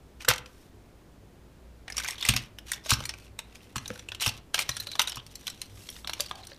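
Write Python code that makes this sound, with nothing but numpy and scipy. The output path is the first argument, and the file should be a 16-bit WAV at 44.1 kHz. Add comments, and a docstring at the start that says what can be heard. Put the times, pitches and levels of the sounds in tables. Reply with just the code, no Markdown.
"""Unfolding a plastic toy

Hands unfold a hard plastic toy close to a microphone: joints snap and squeak, loose parts chatter and rub.
Contact noise excites shell and part resonances, with random narrow colouring; jolts ring the table's low modes.
A small quiet room adds a decaying noise tail, hiss and two wavering hums."""
import sys
import numpy as np
from scipy import signal
from scipy.fft import rfft, irfft, next_fast_len
from scipy.io import wavfile
from scipy.ndimage import uniform_filter1d, map_coordinates

SR = 44100
rng = np.random.default_rng(int(sys.argv[2]) if len(sys.argv) > 2 else 0)


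def gain_from_db(level_db):
    """Turn a decibel level (scalar or array-like) into a linear amplitude factor."""
    decades = np.asarray(level_db, float) / 20
    return 10 ** decades


def wrap_up_sound(samples):
    """Save the sound to the file named by the first command line argument, as 16-bit audio."""
    columns = np.atleast_2d(samples).T
    # keep every value between -1 and 1, then stretch to whole-number steps
    tamed = np.clip(columns, -1, 1)
    steps = np.round(tamed * 32767).astype(np.int16)
    wavfile.write(sys.argv[1], SR, steps)


N = 290178

# parts and fingers sliding on the shell: start t/s, end t/s, level/dB before fades, ring f/Hz, ring level/dB
STROKES = [(0.192, 0.245, -47.5, 1800, -2), (0.405, 0.732, -65, 2900, -27), (1.923, 2.184, -41, 2280, 3),
           (2.161, 2.353, -36, 3420, 5), (2.23, 2.493, -48.5, 2570, -8), (2.645, 2.818, -46.5, 2700, -8),
           (2.827, 2.93, -42, 5400, -8), (2.883, 2.941, -26.5, 4220, -5), (2.94, 3.067, -43.5, 1340, 6),
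           (3.1, 3.31, -57.5, 2430, -6.5), (3.403, 3.79, -60, 2630, -5.5),
           (3.757, 4.093, -54.5, 2590, -7.5), (4.192, 4.313, -29.5, 2930, -6),
           (4.273, 4.404, -51.5, 4050, -3), (4.568, 4.642, -35.5, 3970, -5), (4.6, 5.01, -49, 4050, -8),
           (4.99, 5.258, -48, 3130, 12), (5.184, 5.812, -56.5, 3660, -7), (5.695, 6.088, -52.5, 3840, -22),
           (6.08, 6.353, -49.5, 4000, -6), (6.357, 6.656, -53, 4050, 3.5), (6.318, 6.46, -51.5, 790, 14)]
# resonances of the hollow toy, before the scatter of each spot: f/Hz, width/Hz, level/dB
SHELL_MODES = [(1560, 53, -1.5), (2110, 460, -11.5), (2930, 1480, -2), (4050, 43, -15), (5600, 133, -5.5),
               (8900, 990, -9.5), (11540, 1600, -8)]


def unit(x):
    """Scale to rms 1 along time."""
    return x / np.sqrt(np.mean(x ** 2, -1, keepdims=True) + 1e-20)


def along(points, hz):
    """(Hz, value) points read on a log frequency axis."""
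    f, v = np.transpose(points)
    return np.interp(np.log(hz + 1), np.log(f + 1), v)


def wobble(rate_hz):
    """Smooth random curve with rate_hz knots a second."""
    knots = rng.standard_normal(int(N * rate_hz / SR) + 4)
    return map_coordinates(knots, [np.arange(N) * rate_hz / SR])


def filtered(x, response):
    """x times a complex response of frequency."""
    n = x.shape[-1]
    m = next_fast_len(n + 4096)
    return irfft(rfft(x, m) * response(np.fft.rfftfreq(m, 1 / SR)), m)[..., :n]


def resonance(f, centre_hz, width_hz):
    """One causal resonance of gain 1 at its centre."""
    return 1j * f * width_hz / (centre_hz ** 2 - f ** 2 + 1j * f * width_hz)


def air():
    """Steady room noise with two hums: noise through narrow resonances, wavering in level."""
    # room air and microphone hiss: f/Hz, relative level/dB per Hz
    hiss_colour = [(25, 1), (78, -14.5), (130, -9.5), (350, -13.5), (550, -18.5), (1000, -25.5),
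                   (3000, -33.5), (15000, -43.5)]
    # building hum: f/Hz, width/Hz of one of two passes, mean level/dB
    hum_bands = [(58.5, 15, -56.5), (99, 10, -60)]
    hiss_db, waver_db, waver_hz = -51, 2, 1.5
    hiss = unit(filtered(rng.standard_normal(N), lambda f: gain_from_db(along(hiss_colour, f))))
    hum = np.zeros(N)
    for centre_hz, width_hz, db in hum_bands:
        gain = gain_from_db(db + waver_db * wobble(waver_hz))
        band = filtered(rng.standard_normal(N), lambda f: resonance(f, centre_hz, width_hz) ** 2)
        hum += gain * unit(band)
    return gain_from_db(hiss_db) * hiss + hum


def shell(f, shares_db, detune, between_db=-11):
    """The toy's resonances over a flat floor, each at the share and pitch this contact gives it."""
    modes = 0
    for k, (centre_hz, width_hz, db) in enumerate(SHELL_MODES):
        mode = resonance(f, centre_hz * detune[..., k, None], width_hz)
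        modes = modes + gain_from_db(db + shares_db[..., k, None]) * mode
    return gain_from_db(between_db) + modes


def plastic(excitation, tilt_db, variety=1):
    """The shell colours each row of contact noise; every spot touched favours other resonances."""
    # broad colour of hard plastic in contact: f/Hz, relative level/dB per Hz
    contact_colour = [(300, -21.5), (600, -10.5), (1000, -5.5), (1500, -13), (3000, -9), (6000, -3.5),
                      (10000, -10.5), (15000, -15)]
    scatter_db, detune_share = 5.5, 0.04
    shares, bends = rng.standard_normal((2,) + excitation.shape[:-1] + (len(SHELL_MODES),))

    def response(f):
        colour_db = along(contact_colour, f) + tilt_db * np.log2((f + 300) / 3500)
        return shell(f, variety * scatter_db * shares, 1 + detune_share * bends) * gain_from_db(colour_db)

    return filtered(excitation, response)


def ring(excitation, ring_hz, sharpness):
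    """The touched part's own resonance, applied twice for steep flanks."""
    return filtered(excitation, lambda f: resonance(f, ring_hz, ring_hz / sharpness) ** 2)


def rubbing():
    """Strokes scrape the shell, and uneven stick-slip chirps ring the touched part."""
    grain_db = 4.5 * wobble(350) + 4.5 * wobble(70)
    slip_noise, scrape_noise = rng.standard_normal((2, N))
    slips = unit(gain_from_db(11 * np.tanh(1.5 * wobble(220) - 1)) * slip_noise)
    out = np.zeros(N)
    for start_s, end_s, db, ring_hz, ring_db in STROKES:
        span = slice(round(start_s * SR), min(round(end_s * SR), N))
        hardness = np.clip(1.5 + ring_db / 12, 0.25, 1)  # skin slides smoothly and hardly rings the part
        scrape = unit(gain_from_db(hardness * grain_db[span]) * scrape_noise[span])
        tilt_db = -1.5 - 0.18 * ring_db  # per octave; strokes that ring more are duller
        stroke = plastic(scrape, tilt_db, variety=0.28)
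        stroke += gain_from_db(ring_db) * ring(slips[span], ring_hz, sharpness=4.7)
        out[span] += gain_from_db(db) * unit(stroke) * signal.windows.tukey(len(stroke), 0.6)
    return out


def room(x):
    """Noise tails in which each frequency dies at its own speed; a fresh tail every quarter second."""
    # reverberation: f/Hz, t60/s
    walls = [(300, 0.45), (2000, 0.35), (10000, 0.1)]
    out, step, delay = np.zeros(N + SR), SR // 4, 130  # samples
    for start in range(0, N, step):
        hz, t, z = signal.stft(rng.standard_normal(SR // 3), SR, nperseg=256)
        decay = gain_from_db(-60 * t / along(walls, hz)[:, None])
        tail = signal.istft(z * decay, SR, nperseg=256)[1]
        wet = signal.fftconvolve(x[start:start + step], tail / np.linalg.norm(tail))
        out[start + delay:][:len(wet)] += wet
    return out[:N]


def ticks(count):
    """Random small contacts of loose parts as rows for clicks(), scattered about the loudest stroke under way."""
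    over_stroke_db, scatter_db, ring_scatter_oct, tilt_scatter_db = 3, 3.5, 0.5, 3.5
    start_s, end_s, db, ring_hz, _ = np.transpose(STROKES)[:, :, None]
    s = (np.arange(count) + rng.random(count)) * N / SR / count
    chance = rng.standard_normal((count, 3))
    progress = np.clip((s - start_s) / (end_s - start_s), 0, 1)
    swell = np.clip(np.sin(np.pi * progress), 1e-4, 1)
    under_db = db + 20 * np.log10(swell)
    pitch_hz = ring_hz[under_db.argmax(0), 0] * 2 ** (ring_scatter_oct * chance[:, 0])
    level_db = under_db.max(0) + over_stroke_db + scatter_db * chance[:, 1]
    return np.transpose([s, level_db, pitch_hz, tilt_scatter_db * chance[:, 2]])


def narrow_modes(blow, tilt_db, count=6):
    """Random narrow resonances colour every blow, new pitches each time."""
    middle_hz, spread_oct, sharpness = 3021, 1.1, 20.2
    octaves = spread_oct * rng.standard_normal((len(blow), count))
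    pitch_hz = np.clip(middle_hz * 2 ** octaves, 500, 14000)
    gain = gain_from_db(tilt_db * np.log2(pitch_hz / 3500))

    def response(f):
        modes = 0
        for k in range(count):
            hz = pitch_hz[:, k, None]
            modes = modes + gain[:, k, None] * resonance(f, hz, hz / sharpness)
        return modes

    return filtered(blow, response)


def clicks(contacts):
    """Each contact: a short scrape leads in, a blow of a few ms, then a duller clumped chatter."""
    s, db, ring_hz, tilt_db = np.transpose(contacts)[:, :, None]
    size, lead = 3072, 512  # samples
    t = (np.arange(size) - lead) / SR
    after = np.maximum(t, 0)
    chance = rng.standard_normal((len(contacts), 3, size))

    rise_s = 0.0015 * gain_from_db(chance[:, 2, :1] + 0.99 * np.minimum(tilt_db, 0))  # dull knocks are briefest
    strike = (1 - np.exp(-4 * after / rise_s)) * np.exp(-after / (2 * rise_s))
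    lead_in = gain_from_db(-22 + 60 * t / 0.018) * (t < 0)
    blow = chance[:, 0] * (strike + lead_in)

    # loose parts bounce unevenly
    clumps = gain_from_db(10 * np.tanh(0.4 * unit(uniform_filter1d(chance[:, 2], size=70))))
    chatter_t60_s = np.clip(0.1 + 0.003 * (db + 11), 0.03, 0.12)  # harder blows chatter for longer
    chatter_env = (1 - np.exp(-after / 0.00055)) * gain_from_db(-7.5 + 0.17 * tilt_db - 60 * after / chatter_t60_s)
    chatter = chance[:, 1] * chatter_env * clumps

    ring_gain = gain_from_db(4.0 + tilt_db * np.log2(ring_hz / 3500))
    rows = plastic(blow, tilt_db)
    rows += ring_gain * ring(blow, ring_hz, sharpness=5.7 * (ring_hz / 3500) ** 1.04)
    rows += gain_from_db(-5.5) * narrow_modes(blow, tilt_db)
    # harder blows are crisper at the top
    rows = filtered(rows, lambda f: gain_from_db(0.5 * (db + 11.5) * (f / 12000) ** 2))
    peak = np.sqrt(np.abs(uniform_filter1d(rows ** 2, size=60)).max(1, keepdims=True))  # short-term rms
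    rows += plastic(chatter, 0.52 * tilt_db - 2.5)
    at = np.round(s * SR).astype(int) - lead + np.arange(size)
    return np.bincount(np.maximum(at, 0).ravel(), (rows * gain_from_db(db) / peak).ravel(), N + size)[:N]


def jolts():
    """A soft push rings the table's low modes, at new strengths and pitches each time; the stand shudders on."""
    # jolts into the table: t/s, thud peak level/dB
    pushes = [(0.291, -24), (2.293, -15), (2.355, -27), (2.924, -15.5), (2.986, -30.5), (3.764, -25),
              (3.907, -30.5), (4.272, -23.5), (4.693, -30), (5.174, -35.5)]
    # table and microphone stand, before scatter: f/Hz, level/dB, t60/s
    table_modes = [(69, -4.5, 0.077), (116.9, 3, 0.073), (207, -1, 0.035)]
    t, out = np.arange(SR // 4) / SR, np.zeros(N + SR)
    hz, level_db, t60_s = np.transpose(table_modes)[:, :, None]
    for s, db in pushes:
        shares, detune = rng.standard_normal((2, len(table_modes), 1))
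        decay = gain_from_db(level_db + 2.6 * shares - 60 * t / t60_s)
        modes = decay * np.sin(2 * np.pi * hz * (1 + 0.03 * detune) * t)
        thud = modes.sum(0) * (1 - np.exp(-t / 0.0031))
        tail = gain_from_db(-60 * t / 0.45) * rng.standard_normal(len(t))
        shudder = signal.fftconvolve(thud, tail)[:len(t)]
        jolt = thud / np.abs(thud).max() + gain_from_db(-12.5) * shudder / np.abs(shudder).max()
        out[round(s * SR):][:len(t)] += gain_from_db(db) * jolt
    return out[:N]


def squeaks():
    """A stiff joint slips at one pitch: each slip is a soft puff of friction noise into one narrow ring."""
    # slips of the joint: t/s, peak level/dB
    slip_events = [(4.713, -28.5), (4.748, -36), (4.798, -23.5), (4.87, -34), (4.887, -31), (4.924, -35),
                   (4.933, -27), (4.977, -45)]
    squeak_hz, rise_s = 4050, 0.0018
    out, t = np.zeros(N + SR), np.arange(2048) / SR
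    puffs = rng.standard_normal((len(slip_events), len(t))) * t * np.exp(-t / rise_s)
    for (s, db), chirp in zip(slip_events, ring(puffs, squeak_hz, sharpness=17.0)):
        out[round(s * SR):][:len(t)] += gain_from_db(db) * chirp / np.abs(chirp).max()
    return out[:N]


def scene():
    """Toy, its reverberation, table and room."""
    # distinct snaps and contacts: t/s, peak short-term level/dB of the blow, part ring f/Hz, tilt/dB per octave
    snaps = [(0.2066, -37.5, 2480, 3), (0.2473, -30.5, 1480, 1.5), (0.2826, -14.5, 1360, -10),
             (0.2856, -12.5, 5360, 3), (0.3024, -18, 1370, -1), (0.309, -21.5, 1620, -10),
             (0.3358, -27, 2040, 1.5), (0.3595, -34.5, 1880, 4), (0.3806, -31.5, 2920, 5),
             (0.4595, -42, 2700, -2.5), (1.88, -34.5, 1930, -5.5), (1.9006, -31.5, 2000, -1),
             (1.9223, -31.5, 5500, 1.5), (1.9679, -23.5, 5600, 4.2), (1.9797, -19.5, 5600, 0.5),
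             (1.9989, -29, 1560, 2.5), (2.0452, -28.5, 1600, 1.5), (2.078, -28.5, 6460, 5),
             (2.0849, -24.5, 2110, 1.5), (2.1074, -28.5, 3530, 7.5), (2.226, -22, 3560, 0.5),
             (2.2507, -19.5, 2170, -2), (2.2875, -11.5, 2720, 1.5), (2.337, -22.5, 2230, -0.5),
             (2.363, -18.5, 5280, 1.5), (2.5856, -35, 3140, -0.5), (2.7172, -19, 1880, 3.5),
             (2.7332, -27.5, 3570, 4.5), (2.8615, -34, 5480, -7), (2.9049, -17, 4200, 8),
             (2.9159, -14.5, 1240, -3.5), (2.935, -16.5, 5300, 1), (3.038, -34, 3760, -3),
             (3.054, -26.5, 2480, 3), (3.0921, -24, 5460, -2), (3.138, -35.5, 2500, -2),
             (3.3896, -27, 3730, -1), (3.5544, -40, 2470, 4), (3.7578, -26, 1250, -1),
             (3.7646, -28, 2690, 3.5), (3.7806, -29.5, 5700, -1), (3.8577, -31.5, 3840, -2),
             (3.8785, -31, 5960, 7.5), (3.904, -27.5, 1380, -18), (3.9585, -41.5, 1570, -3.5),
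             (3.9934, -35.5, 5840, 1), (4.087, -28, 2830, -2.5), (4.1187, -28, 3500, -6),
             (4.1473, -31.5, 2920, 1.5), (4.1985, -31.5, 3940, -2), (4.222, -24, 2600, 4.5),
             (4.2613, -17, 2820, -0.5), (4.2765, -21, 5500, 3), (4.2902, -26, 2800, 1),
             (4.5432, -17, 3070, 0.5), (4.579, -27, 2400, -6), (4.5904, -17, 2440, -0.8),
             (4.611, -29, 3860, -1), (4.6215, -30.5, 3900, 3), (4.6915, -20, 5820, 0),
             (4.7669, -28, 1480, 3), (4.8016, -28.5, 4050, 7), (4.8695, -27.5, 4000, -2),
             (4.9158, -33, 4040, 4.5), (4.9537, -29, 3480, -3.5), (4.994, -10, 3740, -1.6),
             (5.0164, -18, 2990, 4.5), (5.0731, -24, 3840, -0.5), (5.0805, -29, 5800, 2),
             (5.095, -30.5, 3100, 8), (5.1195, -30, 2920, 0), (5.157, -33, 5400, 11),
             (5.1696, -31.5, 1140, 0.5), (5.2645, -43.5, 4450, 9), (5.3546, -33, 4160, 11.5),
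             (5.4687, -25.5, 3180, 4.5), (5.478, -26, 3930, 0), (5.4996, -33.5, 4050, 6),
             (5.6162, -25.5, 4080, 7), (5.889, -33, 3270, 1.5), (5.9003, -36, 5630, 16),
             (5.9632, -40.5, 3480, 1), (6.0459, -31, 3560, -7), (6.0735, -26, 3870, -0.5),
             (6.0953, -24.5, 3950, -3.5), (6.1335, -24, 5500, 1), (6.1987, -25.5, 3660, -8.5),
             (6.205, -18, 4550, 9.5), (6.261, -36, 4560, 6), (6.3118, -24, 3380, -9),
             (6.355, -41.5, 4430, 4), (6.47, -38.5, 4300, 15), (6.5173, -41, 4000, -9.5)]
    toy = clicks(snaps) + clicks(ticks(count=450)) + rubbing() + squeaks()
    return (toy + gain_from_db(-14.5) * room(toy) + jolts() + air())[None]


def low_pass(x):
    """Removes everything above the highest recorded frequency."""
    return signal.sosfilt(signal.butter(12, 16630, fs=SR, output="sos"), x)


def record(dry):
    """The microphone chain drops the deepest bass and falls steeply above 15.3 kHz."""
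    hz = [25, 50, 15300, 15500, 16700]
    gain_db = [-12.5, -1.5, -2.5, -39.0, -84.0]
    heard = filtered(dry, lambda f: gain_from_db(np.interp(f, hz, gain_db)))
    return low_pass(heard)


dry = scene()
out = record(dry)
wrap_up_sound(out)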